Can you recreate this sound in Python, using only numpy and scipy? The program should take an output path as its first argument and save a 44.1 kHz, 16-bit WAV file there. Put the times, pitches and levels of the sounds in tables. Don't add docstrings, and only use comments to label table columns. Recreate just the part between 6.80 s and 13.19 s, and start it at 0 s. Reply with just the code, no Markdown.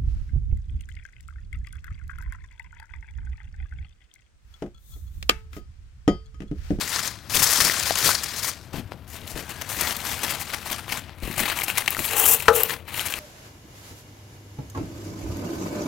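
import sys
import numpy as np
from scipy import signal
from scipy.fft import rfft, irfft, next_fast_len
from scipy.io import wavfile
from scipy.ndimage import uniform_filter1d, map_coordinates

SR = 44100
rng = np.random.default_rng(int(sys.argv[2]) if len(sys.argv) > 2 else 0)


def transcribe(u):
    v = np.clip(np.atleast_2d(u).T, -1, 1)
    q = np.round(v * 32767).astype(np.int16)
    wavfile.write(sys.argv[1], SR, q)


N = 281791

# pitch_hz, level_db
HUM_TONE = [(12, -36), (20, -28), (77, 7.5), (107, 3.5), (172, -6), (347, -11), (422, -22), (678, -13.5),
            (1000, -20.5), (1530, -19.5), (1660, -22), (8180, -45), (13500, -33), (16000, -47)]
# pitch_hz, decay_s
ROOM_DECAY = [(200, 0.37), (2000, 0.11), (14000, 0.23)]
# start_s, level_db, pitch_hz
BUMPS = [(0.62, -27, 118), (0.808, -30, 67.3), (1.94, -31, 159), (1.985, -26, 120), (2.055, -31, 91.5),
         (2.541, -30, 45.8), (4.434, -24, 54.3), (4.574, -32, 87), (5.682, -24.5, 82.4)]
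# start_s, length_s, level_db
FLEXES = [(0.0, 0.04, -44), (0.53, 0.082, -35), (0.78, 0.11, -36.5), (1.22, 0.067, -35), (1.92, 0.083, -35),
          (2.09, 0.06, -43.5), (2.39, 0.16, -46.5), (2.55, 0.067, -35.5), (2.96, 0.1, -40),
          (3.9, 0.039, -40.5), (4.42, 0.097, -35), (4.57, 0.059, -32), (5.18, 0.029, -32),
          (5.675, 0.035, -35.5)]
# pitch_hz, level_db
FLUTTER_TONE = [(20, -4), (60, -5.5), (130, 0), (300, -4), (550, -11), (1200, -21), (3000, -68)]
# time_s, scrape_level_db, hiss_level_db
SLIDES = [
    [(5.3, -37, -72), (5.37, -29.5, -20.5), (5.41, -29, -18.5), (5.44, -26.5, -21.5), (5.465, -29, -15.5),
     (5.54, -31, -15), (5.575, -37, -34)],
    [(5.735, -56, -35), (5.755, -31.5, -20.5), (5.815, -31, -26), (5.87, -43, -41)],
]
# pitch_hz, level_db
SCRAPE_TONE = [(180, -52), (300, -26), (398, -46), (455, -11), (546, 2), (645, -10), (762, -1), (1930, -5),
               (2280, -8), (2700, 0.5), (4750, -19.5), (6960, -13.5), (8090, -13), (15000, -9),
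               (16000, -16)]
# start_s, level_db
KNOCKS = [(5.682, -4.5)]
# pitch_hz, level_db, time_to_fall_60_db_s
DISH_RING = [(355, -27, 0.25), (451.5, -4.5, 0.21), (442.3, -15.5, 0.53), (483, -12.5, 0.47),
             (553, -24, 0.67), (634, -25, 0.66), (715, -26, 0.38), (838, -10.5, 0.17), (942, -15, 0.13),
             (1139, -13, 0.11), (1200, -15, 0.19), (1280, -13, 0.13), (1350, -16, 0.28), (1540, -33, 0.084),
             (1920, -25, 0.1)]
# pitch_hz, level_db
BOARD_TONE = [(40, -36), (90, -23), (250, -38), (440, -6), (700, -9), (1500, -3.5), (1900, -30),
              (5000, -36)]
CLACK_TONE = [(150, -32), (500, -4), (1500, 5), (2000, -6.5), (5000, -16.5), (16000, -39)]
# time_s, pitch_hz, level_db
DRAG_PATH = [(2.64, 1550, -52), (2.76, 1640, -50), (2.919, 1720, -49), (3.08, 2000, -36)]
# start_s, peak_db, corner_hz
PANEL_POPS = [(2.1205, -17.5, 750), (4.0815, -21, 1200), (4.295, -26, 1400)]
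# start_s, level_db, facet_pitch_hz
CREASE_SNAPS = [(0.13, -24, 2650), (0.277, -17, 7150), (0.898, -9, 1790), (0.998, -14.5, 7000),
                (1.108, -10, 770), (1.291, -11.5, 1090), (1.353, -13.5, 4900), (2.477, -26.5, 3360),
                (3.008, -23, 14000), (3.168, -24.5, 4000), (3.738, -20.5, 2140), (4.7, -14, 2530),
                (4.789, -17, 2430), (4.819, -14.5, 2120), (4.882, -14.5, 2130), (4.901, -13, 2690),
                (4.974, -12.5, 2600), (5.078, -10, 1800), (5.081, -13, 2700), (5.106, -12.5, 13800),
                (5.148, -15.5, 2030), (5.168, -14.5, 1240), (5.604, -22, 2540), (5.834, -1.5, 13100),
                (6.195, -14, 2900), (6.339, -14, 2700)]
# time_s, level_db
GRIP = [(0.0, -34), (0.3, -41), (0.42, -53), (0.9, -29), (1.33, -35), (1.7, -39), (1.82, -55),
        (2.26, -60.5), (2.35, -49), (2.85, -43.5), (3.3, -36), (4.2, -47.5), (4.34, -59), (4.5, -38),
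        (5.92, -38), (6.04, -58.5), (6.14, -36), (6.39, -36.5)]
# start_s, length_s, level_db, crackle_over_buckling_db
STROKES = [(0.0, 0.013, -29.5, -0.5), (0.11, 0.089, -30, -1), (0.22, 0.063, -34, 1.5),
           (0.53, 0.35, -27.5, 4.5), (1.15, 0.2, -30.5, 3.5), (1.555, 0.038, -40, 7.5),
           (1.62, 0.074, -33.5, 5), (1.77, 0.089, -65.5, 8.5), (1.925, 0.069, -40.5, -4),
           (2.325, 0.047, -44, 0), (2.465, 0.056, -46.5, 6), (2.55, 0.057, -38, -2), (2.885, 0.12, -38, 4),
           (2.985, 0.14, -30.5, 0), (3.24, 0.1, -36, 2.5), (3.41, 0.14, -33.5, -3),
           (3.685, 0.076, -38.5, -4), (3.845, 0.11, -36.5, -1.5), (4.08, 0.082, -35, -3),
           (4.17, 0.16, -50.5, -26), (4.415, 0.06, -41, -1.5), (4.575, 0.15, -29, -3.5),
           (4.75, 0.063, -33.5, 2), (4.87, 0.035, -32, 1), (4.955, 0.043, -33, -2), (5.095, 0.029, -35, 2),
           (5.17, 0.17, -34, 5), (5.59, 0.024, -38.5, 9.5), (5.88, 0.053, -30, -2.5),
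           (6.145, 0.062, -33.5, 1.5)]
# start_s, length_s, level_db, crackle_over_buckling_db
CRUNCHES = [(0.078, 0.027, -44, 11.5), (0.497, 0.034, -34.5, 2.5), (0.545, 0.024, -27, 3),
            (0.627, 0.017, -24.5, 8), (0.71, 0.034, -37, 13.5), (0.801, 0.018, -23.5, 2),
            (0.842, 0.011, -29.5, 5), (1.058, 0.043, -31.5, 2), (1.244, 0.037, -24, 4),
            (1.29, 0.022, -24.5, 2), (1.433, 0.0087, -36.5, 9), (2.11, 0.025, -50, -8),
            (2.277, 0.077, -53, 6.5), (2.692, 0.029, -37.5, -1.5), (2.812, 0.0094, -33.5, -1),
            (2.889, 0.021, -36.5, 3.5), (3.008, 0.0041, -29.5, 6.5), (3.165, 0.0041, -36, 8.5),
            (3.433, 0.015, -29.5, 2.5), (3.492, 0.034, -35.5, 4.5), (3.597, 0.032, -38, 5),
            (3.733, 0.013, -30, -3.5), (3.912, 0.019, -30.5, 1), (3.983, 0.012, -35, -1.5),
            (4.12, 0.012, -27, -2.5), (4.168, 0.025, -35, -2), (4.578, 0.035, -29, 4.5),
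            (4.683, 0.022, -33, 2), (4.834, 0.014, -37.5, 11.5), (4.974, 0.0097, -25, 5.5),
            (5.005, 0.0086, -27.5, -2), (5.078, 0.0043, -21.5, -9), (5.249, 0.014, -40, 16),
            (6.077, 0.021, -38.5, -5.5), (6.254, 0.016, -33, 6), (6.299, 0.021, -36, 5)]
# pitch_hz, level_db
LOOSE_TONE = [(150, -34), (250, -20), (460, -6), (662, -3.5), (816, -3.5), (1010, -0.5), (1790, 1),
              (2960, -2.5), (4900, 1.5), (8550, -3.5), (13700, -5), (16000, -9.5)]
CRIMPED_TONE = [(150, -17), (250, 0.5), (282, -7), (386, -6), (775, 0), (1310, -1), (2090, -0.5),
                (5440, -6), (10400, -7.5), (13900, -5.5), (16000, -12)]
TAUT_TONE = [(150, -43), (250, -11), (319, -7.5), (674, -4), (860, -0.5), (1350, -2), (2570, 1),
             (3580, -5.5), (4120, -4), (4990, -10), (12100, -4.5), (13400, -4.5), (16000, -8)]

TOP_HZ = 15950
LEFT_DB = 10.4
CRIMP_S, PRESS_S = 1.85, 4.35
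FIRM_DB, FIRM_TREBLE_DB, TREBLE_PER_DB = -32, 0.5, 0.25
STROKE_ATTACK_S, STROKE_RELEASE_S = 0.012, 0.016
CRUNCH_ATTACK_S, CRUNCH_RELEASE_S = 0.00076, 0.0051
FLEX_ATTACK_S, FLEX_RELEASE_S = 0.014, 0.013
FIRM_FLUTTER_DB, FLUTTER_GROWS = -47, 0.37
EDGE_HZ, MEMORY_S, EDGE_GROWS, EDGE_DB = 10100, 0.072, 0.25, -1.5


def amp(db):
    return 10 ** (np.asarray(db) / 20)


def unit(x):
    return x / np.sqrt(np.mean(x ** 2) + 1e-20)


def along(points, hz):
    point_hz, values = np.transpose(points)
    return np.interp(np.log(hz + 1), np.log(point_hz + 1), values)


def gains(tables, fade_s=0.014):
    t, total = np.arange(N) / SR, 0
    for rows in tables:
        times, *levels_db = np.transpose(rows)
        inside_s = np.minimum(t - times[0], times[-1] - t)
        gate = np.sqrt(np.clip(.5 + inside_s / fade_s, 0, 1))
        total = total + gate * amp([np.interp(t, times, db) for db in levels_db])
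    return total


def filtered(x, response):
    n = x.shape[-1]
    padded = next_fast_len(n + SR // 4)
    hz = np.fft.rfftfreq(padded, 1 / SR)
    return irfft(rfft(x, padded) * response(hz), padded)[..., :n]


def coloured(x, tone):
    return unit(filtered(x, lambda hz: amp(along(tone, hz))))


def even(x, size=1700):
    power = uniform_filter1d(uniform_filter1d(x * x, size), size // 2)
    return x / np.sqrt(np.abs(power) + 1e-12)


def add(track, start_s, sound):
    part = track[max(round(start_s * SR), 0):][:len(sound)]
    part += sound[:len(part)]


def swells(rows, attack_s, release_s):
    power = np.zeros(N)
    for start_s, length_s, db in rows:
        t = np.arange(int((length_s + 10 * release_s) * SR)) / SR
        rise = np.minimum(t / attack_s, 1)
        fall = np.exp(-np.maximum(t - length_s, 0) / release_s)
        add(power, start_s, (amp(db) * rise * fall) ** 2)
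    return np.sqrt(power)


def avalanches(rate, spread_db, life_s):
    strength = amp(spread_db * np.clip(rng.standard_normal(N), -2, 2))
    starts = (rng.random(N) < rate / SR) * strength
    power = signal.lfilter([1], [1, -np.exp(-2 / (life_s * SR))], starts ** 2)
    return unit(np.sqrt(power))


def bending(x, rate=55):
    depth_db, glint_db = 1.5, 2.4
    hz, t, z = signal.stft(x, SR, nperseg=256)
    places = np.meshgrid(np.sqrt(hz) / 4, t * rate, indexing="ij")
    resonances = map_coordinates(rng.standard_normal((40, 512)), places, mode="wrap")
    glints = map_coordinates(rng.standard_normal(512), [t * rate], mode="wrap")
    glints = glints * (hz[:, None] / TOP_HZ) ** 2
    gain = amp(depth_db * resonances + glint_db * glints)
    return signal.istft(z * gain, SR, nperseg=256)[1][:N]


def split(x, levels, edge_hz=5000):
    low = filtered(x, lambda hz: 1 / (1 + (hz / edge_hz) ** 8))
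    return levels[0] * even(low) + levels[1] * even(x - low)


def hum():
    return coloured(rng.standard_normal(N), HUM_TONE)


def kitchen(x):
    hz, t, z = signal.stft(rng.standard_normal(SR // 2), SR, nperseg=256)
    decay = amp(-60 * t / along(ROOM_DECAY, hz)[:, None])
    tail = signal.istft(z * decay, SR, nperseg=256)[1]
    delayed = np.pad(x, (SR // 200, 0))
    return signal.fftconvolve(delayed, tail / np.linalg.norm(tail))[:N]


def bumps(life_s=0.019):
    track, t = np.zeros(N), np.arange(SR // 8) / SR
    for start_s, db, hz in BUMPS:
        add(track, start_s, amp(db) * np.sin(2 * np.pi * hz * t) * np.exp(-t / life_s))
    return track


def flutter(work):
    bursts = rng.standard_normal(N) * avalanches(rate=120, spread_db=5, life_s=0.01)
    following = amp(FIRM_FLUTTER_DB) * (work[0] / amp(FIRM_DB)) ** FLUTTER_GROWS
    flexing = swells(FLEXES, FLEX_ATTACK_S, FLEX_RELEASE_S)
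    return np.hypot(following, flexing) * even(coloured(bursts, FLUTTER_TONE))


def dish_ring():
    t = np.arange(SR // 2) / SR
    return sum(amp(db - 60 * t / t60) * np.sin(2 * np.pi * hz * t) for hz, db, t60 in DISH_RING)


def noise_burst(tone, life_s, t):
    noise = coloured(rng.standard_normal(len(t)), tone)
    return even(noise, size=200) * np.exp(-t / life_s)


def knock(ring_db=-1, clack_db=3, clack_life_s=0.0047, board_db=-6, board_life_s=0.013):
    track, ring = np.zeros(N), dish_ring()
    t = np.arange(len(ring)) / SR
    clack = amp(clack_db) * noise_burst(CLACK_TONE, clack_life_s, t)
    thud = amp(board_db) * noise_burst(BOARD_TONE, board_life_s, t)
    blow = clack + thud + amp(ring_db) * ring
    for start_s, db in KNOCKS:
        add(track, start_s, amp(db) * blow)
    return track


def slide(glass_db=-6, scrape_db=1):
    levels = gains(SLIDES)
    catches = 1 + .7 * avalanches(rate=260, spread_db=4, life_s=.004)
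    rub = rng.standard_normal(N) * catches
    glass = even(signal.fftconvolve(rub, dish_ring())[:N])
    scrape_levels = levels * amp([[scrape_db], [0]])
    scrape = split(bending(coloured(rub, SCRAPE_TONE)), scrape_levels)
    return scrape + amp(glass_db) * levels[0] * glass


def drag(width_hz=130):
    times, hz, db = np.transpose(DRAG_PATH)
    phase = 2 * np.pi * np.cumsum(np.interp(np.arange(N) / SR, times, hz)) / SR
    noises = rng.standard_normal((2, N))
    a, b = filtered(noises, lambda f: 1 / (1 + (f / width_hz) ** 2))
    voice = unit(a * np.cos(phase) + b * np.sin(phase))
    return gains([np.transpose([times, db])])[0] * voice


def pops():
    track, t = np.zeros(N), np.arange(SR // 50) / SR
    for start_s, db, hz in PANEL_POPS:
        u = 2 * np.pi * hz * t
        push = u * (1 - u / 2) * np.exp(-u)
        add(track, start_s, amp(db) * push / push.max())
    return track


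def snaps(crack_db=-2, ring_life_s=0.0018, crack_life_s=0.00043, octaves=0.21, reach=6, boost_db=3, size=900):
    track, t = np.zeros(N), np.arange(size) / SR
    for start_s, db, hz in CREASE_SNAPS:
        a, b = rng.standard_normal((2, size))
        ring = filtered(a, lambda f: np.exp(-.5 * (np.log2((f + 1) / hz) / octaves) ** 2))
        crack = filtered(b, lambda f: f / (f + hz / 2) / np.hypot(1, (f / (reach * hz)) ** 2))
        snap = even(ring, size=80) * np.exp(-t / ring_life_s)
        snap = snap + amp(crack_db) * even(crack, size=40) * np.exp(-t / crack_life_s)
        add(track, start_s, amp(db + boost_db) * snap / np.abs(snap).max())
    return track


def moves(rows, attack_s, release_s):
    start_s, length_s, db, treble_db = np.transpose(rows)
    levels = (db, db + treble_db)
    return np.array([swells(zip(start_s, length_s, level), attack_s, release_s) for level in levels])


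def effort():
    grip_db = np.interp(np.arange(N) / SR, *np.transpose(GRIP))
    crackle_db = grip_db + FIRM_TREBLE_DB + TREBLE_PER_DB * (grip_db - FIRM_DB)
    grip = amp([grip_db, crackle_db])
    strokes = moves(STROKES, STROKE_ATTACK_S, STROKE_RELEASE_S)
    folds = moves(CRUNCHES, CRUNCH_ATTACK_S, CRUNCH_RELEASE_S)
    return np.sqrt(grip ** 2 + strokes ** 2 + folds ** 2)


def facets(activity, rate, spread_db, cycles, count=16000, size=260):
    when, pitch, strength, chance = rng.random((count, 4)).T
    start = (when * (N - size)).astype(int)
    hz = np.geomspace(500, 16000, 512)[(np.sqrt(pitch) * 512).astype(int)]
    chosen = chance < rate * N / SR / count
    height = amp(-spread_db * np.log(strength + .02)) * activity[start] * hz ** .75 * chosen
    turns = hz[:, None] * np.arange(size) / SR
    rings = height[:, None] * np.sin(2 * np.pi * turns) * np.exp(-turns / cycles)
    places = start[:, None] + np.arange(size)
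    return unit(np.bincount(places.ravel(), rings.ravel(), N))


def crinkle(levels, tone, activity, rub_db, facet_db):
    uneven = amp(1.03 * rng.standard_normal(N))
    ticks = unit(rng.standard_normal(N) * uneven) * activity
    facet_pops = facets(activity, rate=1300, spread_db=4.5, cycles=1.74)
    rub = rng.standard_normal(N)
    sheet = ticks + amp(facet_db) * facet_pops + amp(rub_db) * rub
    return split(bending(coloured(sheet, tone)), levels)


def edge(x, fine):
    keep = np.exp(-1 / (MEMORY_S * SR))
    recent = signal.lfilter([1 - keep], [1, -keep], fine - fine[0]) + fine[0]
    top = filtered(x, lambda hz: 1 - 1 / (1 + (hz / EDGE_HZ) ** 10))
    top_gain = amp(EDGE_DB) * np.minimum(fine / recent, 2) ** EDGE_GROWS
    return x + top * (top_gain - 1)


def foil(work):
    stage = np.digitize(np.arange(N) / SR, [CRIMP_S, PRESS_S])
    loose_bursts = avalanches(rate=360, spread_db=3.5, life_s=0.0088)
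    loose = crinkle(work * (stage == 0), LOOSE_TONE, loose_bursts, rub_db=-1, facet_db=-3.5)
    crimped_bursts = avalanches(rate=210, spread_db=0.5, life_s=0.009)
    crimped = crinkle(work * (stage == 1), CRIMPED_TONE, crimped_bursts, rub_db=-0.5, facet_db=-3)
    taut_bursts = avalanches(rate=170, spread_db=5.5, life_s=0.008)
    taut = crinkle(work * (stage == 2), TAUT_TONE, taut_bursts, rub_db=-0.5, facet_db=-3)
    return edge(loose + crimped + taut, work[1])


def scene(room_db=-15, hum_db=-45):
    work = effort()
    dish = bumps() + knock() + slide()
    sheet = flutter(work) + drag() + pops() + snaps() + foil(work)
    near = dish + sheet
    mono = near + amp(room_db) * kitchen(near) + amp(hum_db) * hum()
    sides = np.array([[amp(LEFT_DB)], [1]])
    return mono * sides / sides.mean()


def record(dry):
    return filtered(np.clip(dry, -1, 1), lambda hz: hz < TOP_HZ)


dry = scene()
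out = record(dry)
transcribe(out)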